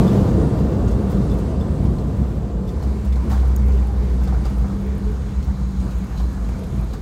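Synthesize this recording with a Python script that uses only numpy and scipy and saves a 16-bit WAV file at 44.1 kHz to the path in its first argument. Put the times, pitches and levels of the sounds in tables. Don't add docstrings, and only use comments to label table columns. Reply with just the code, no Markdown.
import sys
import numpy as np
from scipy import signal
from scipy.io import wavfile

SR = 44100
rng = np.random.default_rng(int(sys.argv[2]) if len(sys.argv) > 2 else 0)


def volts_from_decibels(level):
    exponent = np.asarray(level, float) / 20
    return 10 ** exponent


def log_audio(samples):
    frames = np.atleast_2d(samples).T
    limited = np.clip(frames, -1, 1)
    pcm = np.round(limited * 32767).astype(np.int16)
    wavfile.write(sys.argv[1], SR, pcm)


N = 309141
RUN_IN = 4000
COARSE = 40
VENTS_DB = -38


def rms_one(x):
    return x / np.sqrt(np.mean(x ** 2) + 1e-20)


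def in_time(rows):
    s, *columns = np.transpose(rows)
    return [np.interp(np.arange(N) / SR, s, c) for c in columns]


def fine(coarse):
    return np.interp(np.arange(N) / COARSE, np.arange(len(coarse)), coarse)


def drift(rate_hz):
    r = np.exp(-2 * np.pi * COARSE * rate_hz / SR)
    noise = rng.standard_normal(N // COARSE + 2002)
    slow = signal.lfilter([1], [1, -2 * r, r * r], noise)[2000:]
    return fine(rms_one(slow))


def swell(at_s, length_s):
    t = np.arange(0, N + COARSE, COARSE) / SR
    return np.exp(-.5 * ((t - np.c_[at_s]) / np.c_[length_s]) ** 2)


def shakes(events, length_s):
    rise_s = .0007
    out = np.zeros(N)
    for s, peak_db in events:
        i = round(s * SR)
        t = np.arange(min(round(6 * length_s * SR), N - i)) / SR
        out[i:i + len(t)] += volts_from_decibels(peak_db) * (1 - np.exp(-t / rise_s)) * np.exp(-t / length_s)
    return out


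def band_pass(x, edges_hz, order=2):
    return signal.sosfilt(signal.butter(order, edges_hz, "band", fs=SR, output="sos"), x)


def white():
    return rng.standard_normal((2, N))


def grit(per_s, spread_db):
    size_db = spread_db * np.minimum(rng.exponential(1, (2, N)), 4)
    signs = rng.choice([-1, 1], (2, N))
    return volts_from_decibels(size_db) * signs * (rng.random((2, N)) < per_s / SR)


def colour(sources, spectrum, patchy_db):
    hz, level_db = np.transpose(spectrum)
    count = round(3 * np.log2(hz[-1] / hz[0]))
    edges = np.geomspace(hz[0], hz[-1], count + 1)
    sources = np.hstack([sources[:, -RUN_IN:], sources])
    out, together = 0, drift(2.5)
    for k, (low, high) in enumerate(zip(edges, edges[1:])):
        band = band_pass(sources[k % 2], [low, high])[RUN_IN:]
        band_db = np.interp(np.log(low * high) / 2, np.log(hz), level_db)
        flicker_db = patchy_db * (0.22 * together + drift(4.4))
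        out = out + band * volts_from_decibels(band_db + flicker_db)
    return rms_one(out)


def ring(at_s, level_db, hz, t60_s):
    at = np.round(np.asarray(at_s) * SR).astype(int)
    first, out = at.min(), np.zeros(N)
    end = min(at.max() + round(2 * t60_s * SR), N)
    clicks = np.full(end - first, 1e-18)
    clicks[at - first] += volts_from_decibels(level_db)
    r, w = volts_from_decibels(-60 / (t60_s * SR)), 2 * np.pi * hz / SR
    out[first:end] = signal.lfilter([0, np.sin(w)], [1, -2 * r * np.cos(w), r * r], clicks)
    return out


def tone(hz, level_db):
    return np.sqrt(2) * volts_from_decibels(level_db) * np.sin(2 * np.pi * np.cumsum(hz) / SR)


def hum(hz, width_hz):
    r = np.exp(-np.pi * width_hz / SR)
    section = [1, 0, -1, 1, -2 * r * np.cos(2 * np.pi * hz / SR), r * r]
    return rms_one(signal.sosfilt([section, section], rng.standard_normal(N + SR))[SR:])


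def reverse_thrust():
    # start_s, level_db
    thrust = [
        (0, -20),
        (.3, -23.5),
        (1.1, -28),
        (2.2, -31.5),
        (3.1, -36),
        (4.7, -35),
        (5.4, -39),
        (6.3, -38.5),
        (7.01, -38.5),
    ]
    return in_time(thrust)[0]


def runway_joints():
    # start_s, peak_db
    joints = [(.05, -18), (.14, -33), (.4, -10.5), (.56, -36), (.86, -15.5), (1.2, -14.5), (1.329, -17.5),
              (1.509, -33), (1.7, -19), (1.85, -15.5), (1.96, -19), (2.199, -19), (2.4, -34), (2.8, -38),
              (3.05, -40), (3.295, -15.5), (3.8, -26), (4.05, -37), (4.3, -25), (5.521, -32), (5.86, -21.5),
              (6.25, -26.5), (6.769, -22.5)]
    s, peak_db = np.transpose(joints)
    return fine(volts_from_decibels(peak_db) @ swell(s, np.full(len(s), .039)))


def engine_roar(roar_db, bumps):
    # pitch_hz, level_db per Hz
    spectrum = [(56, -23), (95, 0), (150, -3), (260, -8), (380, -10.5), (480, -13), (620, -17.5),
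                (705, -22.5), (910, -29.5), (1010, -25.5), (1760, -51.5), (2940, -63), (3560, -43),
                (5810, -61.5), (7670, -49), (13100, -103), (15500, -54)]
    thrust = np.sqrt(np.maximum(volts_from_decibels(2 * roar_db) - volts_from_decibels(2 * (VENTS_DB - 0.45)), 0))
    level = np.hypot(thrust, volts_from_decibels(-20.5) * bumps)
    return volts_from_decibels(4.5) * level * colour(white(), spectrum, patchy_db=0.45)


def tyre_rumble(roar_db, bumps):
    # pitch_hz, level_db per Hz
    spectrum = [(25, -36), (35, -11), (48, 10.5), (60, 13), (75, 4.5), (100, 2.5), (150, 1), (190, -2.5),
                (240, -10.5), (330, -10.5)]
    rumble_db, thrust_share, deep_hz, deep_bump_db = -24.5, 0.17, 85, -20
    rolling = volts_from_decibels(rumble_db + thrust_share * (roar_db - roar_db.min()))
    tyres = colour(white(), spectrum, patchy_db=-0.6)
    deep = signal.sosfiltfilt(signal.butter(2, deep_hz, fs=SR, output="sos"), tyres)
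    upper = np.hypot(rolling, bumps) * (tyres - deep)
    return upper + np.hypot(rolling, volts_from_decibels(deep_bump_db) * bumps) * deep


def fuselage_boom():
    # start_s, level_db, pitch_hz, length_s
    mode_swells = [(0.14, -25, 67.7, .05), (0.448, -20, 61.04, 0.097), (.56, -23, 60.4, 0.066),
                   (0.67, -18.5, 62.6, 0.07), (0.81, -24, 58.8, 0.054), (0.937, -19.5, 62.1, 0.064),
                   (1.049, -18, 61.75, 0.056), (1.199, -19, 60.74, 0.18), (1.297, -13, 60.6, 0.057),
                   (1.444, -23, 60.06, 0.13), (1.582, -19, 68.7, 0.12), (1.72, -20, 68.5, 0.049),
                   (1.886, -16, 63.8, 0.076), (2.055, -19, 62.7, 0.097), (2.24, -16, 65.1, 0.082),
                   (2.376, -25, 62, 0.067), (2.594, -23.5, 57.6, 0.07), (2.769, -18.5, 64.5, 0.068),
                   (2.873, -19.5, 64.7, 0.13), (4.604, -17.5, 60, 0.08), (4.741, -20.5, 60.9, 0.076),
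                   (4.899, -19, 64.54, 0.077), (5.069, -19, 63.6, 0.058), (5.153, -20, 62.8, 0.11),
                   (5.38, -18.5, 65.4, 0.057), (5.49, -14.5, 63.36, 0.035), (5.658, -21, 60.55, 0.14),
                   (5.784, -17.5, 60.5, 0.082), (5.946, -23.5, 57.75, 0.15), (6.15, -20, 62, 0.044),
                   (6.239, -17.5, 62, 0.098), (6.438, -25.5, 60, 0.099), (6.559, -24, 57, 0.13),
                   (6.768, -23.5, 60.65, 0.13), (6.903, -22, 60, 0.072)]
    # start_s, pitch_hz, level_db
    wheel = [
        (3.07, 63.8, -22),
        (3.13, 64.1, -18),
        (3.26, 62.36, -23),
        (3.3, 63.8, -14.5),
        (3.72, 63.18, -12.5),
        (3.84, 60.92, -18),
        (3.95, 62.5, -16.5),
        (4.1, 61.74, -17.5),
        (4.48, 60.4, -19),
        (4.55, 60.5, -30),
    ]
    s, level_db, hz, length_s = np.transpose(mode_swells)
    signs = (-1.) ** np.arange(len(s))
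    swelling = fine((volts_from_decibels(level_db) * signs) @ swell(s, np.maximum(0.49 * length_s, .01)))
    mode_hz = np.interp(np.arange(N) / SR, s, hz) + 0.86 * drift(5.3)
    fade_in = (wheel[0][0] - .05, wheel[0][1], -80)
    fade_out = (wheel[-1][0] + .05, wheel[-1][1], -80)
    wheel_hz, wheel_db = in_time([fade_in, *wheel, fade_out])
    stirred = volts_from_decibels(-33) * hum(62, width_hz=17.6)
    return swelling * tone(mode_hz, 0) + stirred + tone(wheel_hz, wheel_db + 0.69 * drift(18))


def wheel_order():
    # start_s, level_db
    strength = [(0, -38), (2.6, -59), (2.92, -31.5), (3.15, -34), (3.3, -59), (3.55, -32), (4.25, -32.5),
                (4.5, -39.5), (4.72, -30), (5.7, -30), (5.95, -31.5), (7.01, -46.5)]
    order_hz, order_at_s, sag_hz_per_s = 198.1, 4.7, 7.5
    hz = order_hz - sag_hz_per_s * (np.arange(N) / SR - order_at_s)
    return tone(hz + 1.51 * drift(4.18), in_time(strength)[0] + 1.5 * drift(6.4))


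def floor_panel(roar_db, bumps):
    from_roar = volts_from_decibels(-39 + roar_db - roar_db.min())
    from_joints = volts_from_decibels(-12.5) * bumps
    return np.hypot(from_roar, from_joints) * hum(196.2, width_hz=26)


def bin_knocks(bins):
    # start_s, peak_db
    knocks = [(2.826, -28), (3.165, -29), (3.305, -27), (3.318, -18), (3.33, -28), (3.344, -27),
              (3.372, -37), (3.43, -25), (3.689, -25), (4.215, -31), (4.275, -22), (4.325, -20),
              (4.345, -29), (4.455, -22.5), (4.643, -26), (5.479, -27.5), (5.865, -30), (6.108, -27),
              (6.145, -30), (6.2, -27.5), (6.375, -32), (6.491, -27), (6.545, -33), (6.78, -42),
              (6.818, -30), (6.937, -25)]
    # pitch_hz, level_db, t60_s
    lid = (765, -8, 0.05)
    s, peak_db = np.transpose(knocks)
    lid_hz, lid_db, lid_t60_s = lid
    lids = ring(s, peak_db + lid_db, lid_hz, lid_t60_s)
    return lids + volts_from_decibels(-17) * shakes(knocks, length_s=.015) * bins


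def clip_ticks(clips, rattle):
    # start_s, peak_db
    creaks = [(.008, -46), (1.1, -44), (1.11, -44), (1.122, -47), (1.39, -48), (1.378, -48), (1.84, -50),
              (2.171, -55), (2.8245, -48), (1.34, -52), (1.7315, -54), (1.908, -55), (3.0475, -53),
              (3.053, -53), (3.75, -52), (3.77, -52), (4.242, -50), (4.613, -52), (5.675, -53), (5.71, -52),
              (5.85, -52), (5.906, -51), (6.76, -51), (3.2966, -46), (3.476, -45), (3.6636, -47),
              (3.6832, -47), (3.8704, -47), (4.136, -52), (4.2323, -49), (4.4988, -48), (4.58, -50),
              (4.8121, -53), (4.865, -52), (4.9504, -50), (4.98, -46), (5.1149, -50), (5.4452, -49),
              (5.985, -48), (6.0453, -50)]
    # start_s, peak_db
    clacks = [(.575, -52), (.59, -52), (.602, -53), (6.3295, -48), (6.491, -45), (6.5924, -45),
              (6.6393, -48), (6.67, -51), (6.793, -46), (6.8104, -46), (6.8443, -48)]
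    tick_s, stray_per_s, stray_db = .003, 5, -66
    count = round(stray_per_s * N / SR)
    stray = rng.random((count, 2)) * [N / SR - .1, 6] + [0, stray_db]
    ticks = shakes(creaks, tick_s) + shakes(stray, tick_s)
    large_clip = rms_one(band_pass(rattle, [9800, 12800], order=3))
    return volts_from_decibels(1) * ticks * clips + shakes(clacks, tick_s) * large_clip


def trim():
    # pitch_hz, level_db per Hz
    spectrum = [(500, -6), (800, 0), (1400, -2), (2600, -10), (4000, -8), (7000, -10), (11000, -12),
                (16500, -18)]
    # start_s, level_db
    surface = [(0, -47), (1.4, -49), (1.75, -52.5), (2.1, -54), (2.3, -53), (2.6, -54.5), (2.72, -51.5),
               (3.06, -51), (3.4, -49.5), (3.6, -49), (3.75, -49.5), (3.9, -50.5), (4.08, -52.5),
               (4.3, -47), (4.7, -49), (5.0, -50.5), (5.7, -51), (6.3, -49.5), (7.01, -51)]
    # start_s, peak_db
    jolts = [(.008, -36), (.583, -37), (.8794, -35), (.9094, -35), (1.104, -37), (1.116, -37),
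             (1.2985, -35), (1.385, -39), (1.852, -35), (1.983, -41), (2.676, -39), (2.69, -37),
             (2.827, -34), (3.046, -36), (3.1263, -34), (3.156, -35), (3.3144, -31), (3.303, -37),
             (3.326, -36), (3.337, -39), (3.392, -43), (3.354, -43), (3.374, -40), (3.6829, -38),
             (3.697, -49), (3.72, -39), (4.211, -46), (4.33, -41), (4.462, -41), (4.499, -50), (5.8, -35),
             (4.2334, -35), (4.273, -33), (4.4508, -29), (5.426, -35), (5.9084, -37), (6.175, -33),
             (6.199, -35), (6.486, -38), (6.635, -37), (6.933, -29.5)]
    # start_s, length_s, bins_db, panels_db, clips_db
    slam = (3.298, .075, -41, -48, -51)
    rattle = colour(grit(9000, spread_db=3), spectrum, patchy_db=.6)
    bins = rms_one(band_pass(rattle, [600, 1600]))
    panels = rms_one(band_pass(rattle, [2000, 9500]))
    clips = rms_one(band_pass(rattle, [7500, 19000]))
    chatter_db = in_time(surface)[0] + 1.2 * drift(8) - 4
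    steady = volts_from_decibels(chatter_db) * (volts_from_decibels(8) * bins + panels + volts_from_decibels(-7.5) * clips)
    jolted = volts_from_decibels(-14) * shakes(jolts, length_s=.014) * (panels + volts_from_decibels(-7) * clips)
    slam_s, slam_length_s, bins_db, panels_db, clips_db = slam
    slam_mix = volts_from_decibels(bins_db) * bins + volts_from_decibels(panels_db) * panels + volts_from_decibels(clips_db) * clips
    slammed = shakes([(slam_s, 0)], slam_length_s) * slam_mix
    return steady + jolted + slammed + bin_knocks(bins) + clip_ticks(clips, rattle)


def loose_latch():
    # start_s, peak_db
    tinks = [
        (0.0697, -43),
        (0.0787, -37),
        (1.3004, -54),
        (1.3159, -43),
        (1.6102, -44),
        (2.6753, -54),
        (3.1233, -48),
        (4.2113, -52),
    ]
    # pitch_hz, level_db, t60_s
    modes = [(3504, -1, 0.098), (5050, -7, 0.05), (3420, -14, .04), (7900, -14, .04), (11400, -13, .05),
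             (13200, -17, .04)]
    s, peak_db = np.transpose(tinks)
    return sum(ring(s, peak_db + db + 2, hz, t60_s) for hz, db, t60_s in modes)


def fitting_pings():
    # start_s, peak_db, pitch_hz, t60_s
    pings = [(0.8779, -38, 6400, 0.04), (.887, -39, 6700, .04), (2.685, -40, 3500, .03),
             (2.695, -41, 3450, .03), (2.679, -47, 12300, 0.021), (2.688, -47, 12900, 0.021),
             (2.698, -48, 12500, .02), (4.7, -30, 1300, .03), (6.11, -30, 1200, .03),
             (3.311, -31, 1800, .02), (6.185, -44, 4550, .03), (2.826, -41, 2300, .02),
             (3.128, -40, 2300, .015), (3.156, -38, 2200, .02), (3.158, -37, 4200, .02),
             (3.303, -35, 2300, .03), (3.378, -39, 2350, .02), (4.281, -38, 3540, .02),
             (4.468, -39, 4650, .03), (6.49, -39, 2450, .03), (1.9857, -38, 4200, 0.034),
             (2.8239, -38, 4200, 0.03), (4.2737, -38, 4400, 0.027), (4.4537, -34, 4650, 0.044),
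             (4.4614, -41, 3400, 0.02), (6.1741, -38, 4030, 0.038), (6.1892, -39, 4100, 0.033),
             (6.205, -41, 3750, .03), (6.4459, -40, 4000, 0.03), (4.468, -35, 2750, 0.019),
             (.008, -31, 4000, 0.008), (.008, -34, 6100, 0.008), (6.595, -42, 2480, .03),
             (6.64, -43, 2470, .03), (6.795, -42, 2480, .03), (6.935, -37, 4050, .02),
             (1.297, -40, 5000, .04), (1.6, -43, 5100, .03), (1.68, -46, 8300, .03),
             (1.34, -50, 12200, .02), (4.236, -43, 7600, .03)]
    out = np.zeros(N)
    for s, db, hz, t60_s in pings:
        out += ring([s], db - 5.5, hz, np.clip(t60_s, .005, .032))
        out += ring([s + .002], db - 11, 1.07 * hz, np.clip(t60_s / 2, .005, .032))
    return out


def buckle_snap():
    # start_s, peak_db
    snap = [
        (3.5618, -27.5),
    ]
    # pitch_hz, level_db, t60_s
    modes = [(6720, -10, 0.012), (8700, -16, 0.0073), (9700, -22, .005), (10700, -14, 0.005),
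             (12200, -10, .005), (14000, -8, .005), (15000, -14, .004)]
    snap_s, snap_db = snap[0]
    contacts_s = snap_s + np.array([0, .0004, .0009, .0015, .0022])
    out = np.zeros(N)
    for hz, db, t60_s in modes:
        at_s = contacts_s + rng.uniform(0, 0.00027, 5)
        out += ring(at_s, snap_db + db + rng.normal(0, 2.3, 5), hz, t60_s)
    return out


def whines():
    # start_s, end_s, start_hz, end_hz, width_hz
    tones = [(-.2, 1.35, 15450, 15000, 200), (1.2, 1.75, 14900, 14700, 250), (.6, 2.9, 8150, 7500, 130),
             (.7, 1.9, 9950, 9450, 250), (.62, .78, 12100, 12100, 40), (3.9, 7.8, 6700, 6560, 220),
             (4.8, 7.3, 4080, 4030, 110), (-.5, 2.5, 2740, 2735, 35), (4.8, 7.5, 6602, 6602, 8),
             (6.2, 6.5, 1700, 1696, 4), (-1, 5, 1023, 1023, 12), (5, 7.5, 12150, 12000, 400),
             (2.5, 2.9, 865, 862, 12), (4.8, 5.35, 432, 415, 16), (6.35, 6.95, 665, 650, 10),
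             (3.5, 4.2, 400, 405, 15), (3.7, 4.0, 815, 810, 10), (6.14, 6.3, 4050, 4050, 40),
             (3.9, 4.2, 150, 148, 14), (6.2, 6.4, 2250, 2230, 60), (2.75, 3.3, 2250, 2230, 80),
             (.95, 1.1, 11750, 11750, 40), (-.6, .4, 125, 130, 22), (1.7, 2.55, 137, 141, 16),
             (4.55, 5.05, 97, 95, 12), (2.6, 3.9, 88, 85, 12)]
    tones_db = [-67, -75, -68, -67.5, -75, -64, -63.5, -64, -73, -57, -54, -72, -51, -40, -48, -44.5, -48.5,
                -62, -35.5, -63, -66, -76, -23, -29, -34, -35]
    out = np.zeros(N)
    for (start_s, end_s, start_hz, end_hz, width_hz), level_db in zip(tones, tones_db):
        i, j = max(round(start_s * SR), 0), min(round(end_s * SR), N)
        share = (np.arange(i, j) / SR - start_s) / (end_s - start_s)
        phase = 2 * np.pi * np.cumsum(start_hz + (end_hz - start_hz) * share) / SR
        pole = np.exp(-np.pi * width_hz / SR)
        smear = signal.lfilter([1], [1, -pole], rng.standard_normal((2, j - i)))
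        level = np.sqrt(np.abs(np.sin(np.pi * share))) * volts_from_decibels(level_db + 1.7 * drift(3.7)[i:j])
        out[i:j] += level * rms_one(smear[0] * np.cos(phase) + smear[1] * np.sin(phase))
    return out


def air_vents():
    # pitch_hz, level_db per Hz
    spectrum = [(140, -2.5), (230, -4), (339, -8.5), (434, -1), (545, -12), (1100, -20), (1230, -25.5),
                (1870, -22), (2230, -24), (2910, -30.5), (3990, -29.5), (5990, -38.5), (6770, -36),
                (8370, -36), (15500, -51)]
    # start_s, level_db
    airflow = [
        (0, -3),
        (1.5, -3),
        (2.3, -12),
        (2.8, -3),
        (3.3, -3),
        (4.1, -3),
        (5, -3.5),
        (6, -2.5),
        (7.01, -2.5),
    ]
    return volts_from_decibels(VENTS_DB + in_time(airflow)[0]) * colour(white(), spectrum, patchy_db=2.16)


def cabin(x):
    t60_s, tail_db = .15, -9
    t = np.arange(round(.3 * SR)) / SR
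    tail = rng.standard_normal(len(t)) * volts_from_decibels(-60 * t / t60_s) * (t > .002)
    tail = tail / np.sqrt(np.sum(tail ** 2))
    tail = signal.lfilter(*signal.butter(1, 900, "high", fs=SR), tail)
    return x + volts_from_decibels(tail_db) * signal.fftconvolve(x, tail)[:N]


def scene():
    roar_db, bumps = reverse_thrust(), runway_joints()
    airborne = volts_from_decibels(1.5) * cabin(engine_roar(roar_db, bumps) + air_vents())
    structure = tyre_rumble(roar_db, bumps) + fuselage_boom() + floor_panel(roar_db, bumps)
    rattles = trim() + loose_latch() + fitting_pings() + buckle_snap()
    return (airborne + structure + rattles + wheel_order() + whines())[None]


def low_pass(x):
    return signal.sosfilt(signal.butter(12, 15730, fs=SR, output="sos"), x)


def record(dry):
    x = np.hstack([dry[:, RUN_IN:0:-1], dry])
    x = signal.sosfilt(signal.butter(3, 38, "high", fs=SR, output="sos"), x)
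    x = signal.sosfilt(signal.ellip(12, .5, 70, 15900, fs=SR, output="sos"), x)[:, RUN_IN:]
    return low_pass(x)


dry = scene()
out = record(dry)
log_audio(out)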